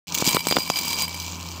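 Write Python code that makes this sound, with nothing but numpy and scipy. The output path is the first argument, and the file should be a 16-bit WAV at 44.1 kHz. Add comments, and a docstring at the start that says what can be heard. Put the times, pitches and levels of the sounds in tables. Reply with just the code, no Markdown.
"""A hand starts to swirl a dozen glass marbles in a drinking glass, close by in a small room.
They clack against each other, rumble over the base and strike the wall, which rings.
Early on, the hardest shakes bring dull pops. After a second the swirl eases to light ticking,
while a low hum like that of a fan, there all along, grows a little and holds steady."""
import sys
import numpy as np
from scipy import signal
from scipy.fft import rfft, irfft
from scipy.io import wavfile
from scipy.ndimage import uniform_filter1d

SR = 44100
rng = np.random.default_rng(int(sys.argv[2]) if len(sys.argv) > 2 else 0)


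def store_wav(level_fs):
    """Save 16-bit WAV to argv[1]."""
    pcm = np.round(np.clip(np.atleast_2d(level_fs), -1, 1) * 32767)
    wavfile.write(sys.argv[1], SR, pcm.T.astype(np.int16))


N = 70560
T = np.arange(N) / SR

# Levels in the tables are relative: the settings below turn whole layers up or down.
# how strong the swirl is: (time [s], clatter [dB], ringing wall [dB], rolling [dB])
SWIRL_LEVELS = [(.073, -34.5, -37, -49.5), (.115, -36.5, -47, -35.5), (0.149, -32.5, -26, -37),
                (0.216, -22.5, -56, -30), (0.239, -35, -31, -37), (0.273, -18, -22, -27),
                (0.304, -33.5, -19, -35), (0.357, -25.5, -30.5, -25.5), (0.383, -47.5, -24.5, -46),
                (.44, -33, -37, -41.5), (.495, -35, -29.5, -36), (.545, -30, -35.5, -36),
                (.605, -33.5, -28.5, -39.5), (.692, -34, -35, -41), (.725, -37.5, -29.5, -45),
                (.775, -28, -23.5, -37.5), (.815, -31, -31.5, -36.5), (.905, -28, -25.5, -35),
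                (.965, -32.5, -28.5, -34.5), (.997, -23.5, -24, -34.5), (1.042, -30, -25, -37.5),
                (1.069, -38.5, -40, -42), (1.17, -34, -37.5, -40.5), (1.21, -33.5, -32.5, -42.5),
                (1.34, -33.5, -41, -38), (1.39, -38, -41, -40), (1.53, -36, -39.5, -41),
                (1.6, -38.5, -42.5, -38)]
# single hard hits: (time [s], clack [dB], middle ring [dB], low ring [dB], high pings [dB])
HARD_HITS = [(.123, -7.5, -32, -36, -39), (.145, -4, -24, -17.5, -8), (0.149, 1, -24, -13, -17),
             (.177, -7, -9, -9.5, -14), (0.185, -2, -32, -29, -10), (.206, -20, -21, -33, -12),
             (0.215, -11, -16, -11, -14), (0.244, -5, -25, -14, -14), (.251, -4, -30, -25, -13),
             (0.2565, -14, -21, -9, -9), (0.2679, -14, -7, -20, -8), (0.2753, 2, 0, -24, -4),
             (0.2843, -0.5, -3, -5, -12), (0.2902, -3, -10, -8, -4.5), (0.3092, -9, -26, -14.5, -9),
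             (0.3159, -5, -11, -8, -25), (.325, -7, -10, -17, -15), (.3305, -1.5, -12, -8, -24),
             (0.346, -1.5, -3, -13.5, -4), (.3535, -11, -23, -7.5, -23), (.3615, -9, -26, -29, -8.5),
             (.393, -12, -10, -29, -25), (.406, -11, -11, -13, -16), (0.453, -10, -23, -14, -22),
             (.470, 0, -11, -10.5, -9), (0.4853, -6, -14, -11, -6), (.5025, -11.5, -18, -23, -17),
             (0.5107, -1, -9.5, -10, -7.5), (0.526, -7, -15, -8.5, -27), (.562, -9, -12.5, -14, -10),
             (.586, -8, -26, -28, -14), (0.605, -17, -11.5, -18, -27), (.6765, -13, -20, -15, -16),
             (0.7005, 0, -7, -23, -14), (.759, -9.5, -9, -21, -28), (0.7709, -18, -26, -7, -12),
             (.788, -3, -7, -10, -10), (.812, -27, -14, -30, -13), (.834, -10, -19, -39, -17),
             (0.853, -28, -19, -16, -11.5), (.880, -7, -22, -36, -11), (0.905, -7, -15, -17, -14),
             (.93, -9, -10.5, -8, -12), (0.988, -5, -19, -16, -28), (0.996, -12, -20, -37, -17),
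             (1.021, -10, -8, -11.5, -6.5), (1.034, -17, -11, -36, -27), (1.053, -15, -26, -28, -25),
             (1.080, -22, -21, -12, -16.5), (1.093, -19, -19, -21, -24), (1.1109, -18, -21, -38, -35),
             (1.144, -26, -23, -13, -16), (1.488, -15.5, -34, -34, -34)]
# marbles settling against each other: (time [s], tick [dB], small clink [dB])
SETTLING_TICKS = [(1.1285, -18, -48), (1.178, -22, -46), (1.2, -9, -32), (1.2642, -14, -38),
                  (1.2909, -25, -36), (1.3172, -30, -46), (1.332, -24, -46), (1.4092, -17.5, -54),
                  (1.465, -24, -54)]
# tone colour of a clack: (frequency [Hz], level [dB])
CLACK_COLOUR = [(300, -22.5), (1000, -1.5), (1900, -21), (2500, 0), (3100, 1.5), (3500, -1.5), (4100, 0.5),
                (5300, -0.5), (6000, 2), (6400, 1), (7200, 3), (8300, -9.5), (9000, -17), (9600, -28),
                (11000, -19), (12700, -27), (14300, -9), (15400, -7)]
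# tones of the glass, damped by the hand; the lowest come from the air inside:
# (frequency [Hz], level [dB], time to fade by 60 dB [s])
GLASS_TONES = [(952, -14, 0.036), (1031, -18, 0.075), (2303, -9, 0.15), (2333, -11.5, 0.09),
               (3098, -6.5, 0.029), (3998, -8, 0.031), (4810, -7.5, 0.11), (4864, -8.5, 0.088),
               (8183, -1.5, 0.021), (10650, -17, 0.027), (11410, -6, 0.026), (14040, -11.5, 0.023),
               (15000, -20, 0.04), (15200, -11, 0.075)]
# boost or cut of the wall's strongest, singing tones: (time [s], level [dB])
SINGING_LEVEL = [(.1, -3), (.42, -6.5), (.52, 6.5), (.65, 0.5), (1.03, 0.5), (1.15, 1), (1.4, -7.5)]
# treble of the light touches on the wall: (time [s], level [dB])
TOUCH_BRIGHTNESS = [(.1, -1.5), (.3, -4.5), (.55, 1.5), (.72, -4), (.87, -2.5), (1.05, -2.5), (1.5, -4)]
# tone colour of the splash, the short hiss of a blow on the wall: (frequency [Hz], level [dB])
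SPLASH_COLOUR = [(1500, -14.5), (3000, -2.5), (5000, -16), (8300, 1), (9400, -22), (10700, 2.5), (11500, 0),
                 (12700, -1), (14300, -7), (15400, 3)]
# dull pops: (time [s], signed peak [gain], upper edge [Hz], lower edge [Hz], crack on top [gain])
DULL_POPS = [(0.2236, 0.5, 1560, 120, 0.035), (0.275, -0.24, 375, 124, 0.14),
             (0.3471, -0.33, 705, 126, 0.11), (.368, -0.5, 1550, 487, 0.71), (.3692, 0.48, 1570, 318, 0.42),
             (0.47, 0.35, 1740, 172, 0.2), (0.5119, 0.42, 2200, 155, 0.16), (0.5243, -0.35, 1370, 200, 1),
             (0.5569, -0.1, 806, 160, .02), (0.5677, -0.72, 1840, 342, 0.53), (0.569, 0.2, 2560, 565, 0.58),
             (0.5705, -0.12, 1720, 201, 0.52), (.572, 0.41, 1350, 145, 0.17),
             (0.5848, 0.29, 1770, 146, 0.068), (0.7008, -0.62, 1070, 557, 0.51),
             (0.7014, 0.12, 780, 114, 0.035)]
# tone colour of rolling; the air in the glass rings near 1 kHz: (frequency [Hz], level [dB])
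ROLL_COLOUR = [(40, -25.5), (110, -8), (170, 4.5), (220, 2), (290, 2.5), (400, -2.5), (730, -11), (880, -1),
               (975, 4), (1200, -5), (1700, -13.5), (3000, -33.5)]
# tones of the hum: (frequency [Hz], early level [dB], late level [dB])
HUM_TONES = [(84.9, -50, -38), (170.8, -44, -45.5)]
# tone colour of the room noise: (frequency [Hz], level [dB])
NOISE_COLOUR = [(25, -13), (80, 6), (220, 2), (283, 10.5), (350, -8), (600, -2), (2000, -11.5),
                (15000, -33)]

START_S, HUM_CHANGE_S = 0.07, (0.74, 1.23)
CLACKS_PER_S, TOUCHES_PER_S, BUMPS_PER_S = 1100, 740, 1500
THINNING = 0.36   # gentler swirling gives fewer clacks: dB of rate per dB of level
# a T60 is the time a sound takes to fade by 60 dB
SNAP_T60_S, SCATTER_T60_S, SPLASH_T60_S, ROOM_T60_S = 0.002, 0.024, 0.037, 0.15
TINT_DB, TINT_STEP_HZ = 2.8, 607   # random colour of each clack
LOW_RING_HZ, TREBLE_HZ = 3500, 7500   # low ring below the first, high pings above the second
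SINGING_HZ, CUTOFF_HZ = (4600, 5000), 15560
CLACK_DB, CLATTER_DB, ROLL_DB, ROOM_DB, NOISE_DB = 5.5, -1.5, -2, -13.5, -49
HARD_RING_DB, LIGHT_RING_DB, HARD_SPLASH_DB, LIGHT_SPLASH_DB = -11, 8, 6.5, -10


def marbles(level_db, kinds=16):
    """Marbles knock together: many small clacks under the hard ones, thinning out to single ticks."""
    per_s = CLACKS_PER_S * from_db(THINNING * (level_db - level_db.mean()))
    clatter = np.zeros(N)
    for _ in range(kinds):
        clicks = contacts(per_s / kinds, spread_db=4.5)
        clatter += signal.fftconvolve(clicks, clack(scatter_share=0.64))[:N]
    out = steady(clatter, size=1800) * from_db(level_db + CLATTER_DB) * (T > START_S)
    for when, db, *_ in HARD_HITS:   # a hard hit sets more marbles chattering
        add(out, when, from_db(db + CLACK_DB) * clack(scatter_share=0.82))
    clink = ring(signal.unit_impulse(N), hz=6050, t60=0.049)
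    for when, db, clink_db in SETTLING_TICKS:   # a tick barely disturbs the others
        add(out, when, from_db(clink_db) * clink)
        add(out, when, from_db(db + CLACK_DB) * clack(scatter_share=0.33))
    return colour(out, CLACK_COLOUR)


def clack(scatter_share, size=4096):
    """Marble on marble: a snap, then its scatter among the others, in a colour of its own."""
    sound = burst(SNAP_T60_S) + scatter_share * scatter(SCATTER_T60_S)
    steps = np.fft.rfftfreq(size, 1 / SR) / TINT_STEP_HZ
    tint_db = TINT_DB * np.interp(steps, np.arange(size), rng.standard_normal(size))
    return unit_energy(irfft(rfft(sound, size) * causal(from_db(tint_db))))


def wall(level_db):
    """Light touches and hard hits ring each tone of the glass and give a bright splash."""
    touches = contacts(TOUCHES_PER_S, spread_db=2) * (T > START_S)
    times, _, middle_db, low_db, ping_db = np.transpose(HARD_HITS)
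    sing_db = np.interp(T, *np.transpose(SINGING_LEVEL))
    bright_db = np.interp(T, *np.transpose(TOUCH_BRIGHTNESS))
    # a blow pushes all tones the same way, so close pairs start together and then waver
    push = rng.choice([-1, 1], N)
    rings = np.zeros(N)
    for hz, db, t60 in GLASS_TONES:
        high, sings = hz > TREBLE_HZ, SINGING_HZ[0] < hz < SINGING_HZ[1]
        light = steady(ring(touches * rng.standard_normal(N), hz, t60), size=2000)
        light *= np.sqrt(t60) * from_db(level_db + LIGHT_RING_DB + bright_db * high)
        hit_db = ping_db if high else low_db if hz < LOW_RING_HZ else middle_db
        blows = np.zeros(N)
        blows[(times * SR).astype(int)] = from_db(HARD_RING_DB + hit_db)
        hard = ring(blows * push * from_db(rng.standard_normal(N)), hz, t60)
        rings += from_db(db + sing_db * sings) * (light + hard)
    splash = steady(signal.fftconvolve(touches, scatter(SPLASH_T60_S))[:N])
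    splash *= from_db(level_db + LIGHT_SPLASH_DB + bright_db)
    for when, db in zip(times, ping_db):
        add(splash, when, from_db(db + HARD_SPLASH_DB) * scatter(SPLASH_T60_S))
    return rings + colour(splash, SPLASH_COLOUR)


def pops(size=1500):
    """Hard shakes bring dull pops: each is one quick pulse with a short crack and a slower swing back."""
    out, click = np.zeros(N), signal.unit_impulse(size)
    crack = ring(click, hz=3490, t60=0.0021)
    for when, peak, upper_hz, lower_hz, crack_gain in DULL_POPS:
        pulse = signal.lfilter(*signal.butter(4, upper_hz, fs=SR), click)
        pulse = signal.lfilter(*signal.butter(1, [lower_hz * 0.86, lower_hz * 2.77], "band", fs=SR), pulse)
        pulse = signal.lfilter(*signal.butter(1, lower_hz, "high", fs=SR), pulse)
        pulse /= np.abs(pulse).max()
        add(out, when, peak * pulse - np.sign(peak) * crack_gain * crack)
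    return out


def rolling(level_db):
    """Marbles roll over the base, and their small bumps blur into a rumble."""
    rumble = colour(contacts(BUMPS_PER_S, spread_db=4.3), ROLL_COLOUR)
    return steady(rumble) * from_db(level_db + ROLL_DB) * (T > START_S)


def background():
    """Faint room noise and a fan-like hum whose lower tone swells late."""
    hum = np.zeros(N)
    for hz, early_db, late_db in HUM_TONES:
        height = np.sqrt(2) * from_db(np.interp(T, HUM_CHANGE_S, [early_db, late_db]))
        hum += height * np.sin(2 * np.pi * (hz * T + rng.random()))
    noise = from_db(NOISE_DB) * colour(rng.standard_normal(N), NOISE_COLOUR)
    fade_in = np.clip((T - START_S) / 0.019, 0, 1)
    return (hum + noise) * fade_in


def contacts(per_s, spread_db):
    """Random clicks, mostly small with a few large ones."""
    sizes = from_db(spread_db * np.minimum(rng.exponential(1, N), 4)) * rng.choice([-1, 1], N)
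    return sizes * (rng.random(N) < per_s / SR)


def ring(x, hz, t60):
    """Each click in x starts a fading tone as tall as the click."""
    decay, angle = from_db(-60 / (t60 * SR)), 2 * np.pi * hz / SR
    return signal.lfilter([0, np.sin(angle)], [1, -2 * decay * np.cos(angle), decay * decay], x + 1e-18)


def burst(t60, size=3000):
    """Noise that starts at once and dies away."""
    return unit_energy(rng.standard_normal(size) * from_db(-60 * T[:size] / t60))


def scatter(t60, size=3000, build_s=0.00026):
    """Dying noise that takes a moment to build up."""
    return unit_energy(burst(t60, size) * (1 - np.exp(-T[:size] / build_s)))


def colour(x, points):
    """Give a sound the tone colour in a table, with an average power gain of one."""
    hz, db = np.transpose(points)
    log_hz = np.log(np.fft.rfftfreq(2 * N, 1 / SR) + 1)
    gain = from_db(np.interp(log_hz, np.log(hz), db))
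    gain /= np.sqrt(np.mean(gain ** 2))
    return irfft(rfft(x, 2 * N) * causal(gain))[:N]


def causal(gain):
    """Turn a gain curve into a filter that never sounds early."""
    cepstrum = irfft(np.log(gain))
    one_sided = np.r_[cepstrum[0], 2 * cepstrum[1:len(gain) - 1]]
    return np.exp(rfft(one_sided, len(cepstrum)))


def steady(x, size=1300):
    """Hold the level near one, averaged over `size` samples."""
    power = np.maximum(uniform_filter1d(x ** 2, size), 0)
    return x / np.sqrt(power + 1e-3 * np.mean(x ** 2))


def unit_energy(x):
    """Scale a sound to an energy of one."""
    return x / np.sqrt(np.sum(x ** 2) + 1e-20)


def from_db(db):
    """Turn decibels into a gain to multiply by."""
    return 10 ** (np.asarray(db) / 20)


def add(out, when, sound):
    """Mix a sound in at a time in seconds."""
    start = int(when * SR)
    out[start:start + len(sound)] += sound[:N - start]


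def scene():
    """The glass of marbles and its short room echo, plus the pops and the background."""
    times, *levels = np.transpose(SWIRL_LEVELS)
    clatter_db, wall_db, roll_db = [np.interp(T, times, level) for level in levels]
    glass = marbles(clatter_db) + wall(wall_db) + rolling(roll_db)
    echo = signal.fftconvolve(glass, burst(ROOM_T60_S, size=16000))[:N]
    return (glass + from_db(ROOM_DB) * echo + pops() + background())[None]


def record(dry):
    """Round off the tallest peaks and cut the highest treble."""
    rounded = 1.401 * np.tanh(dry / 1.622)
    return signal.sosfilt(signal.ellip(10, .3, 80, CUTOFF_HZ, fs=SR, output="sos"), rounded)


dry = scene()
out = record(dry)
store_wav(out)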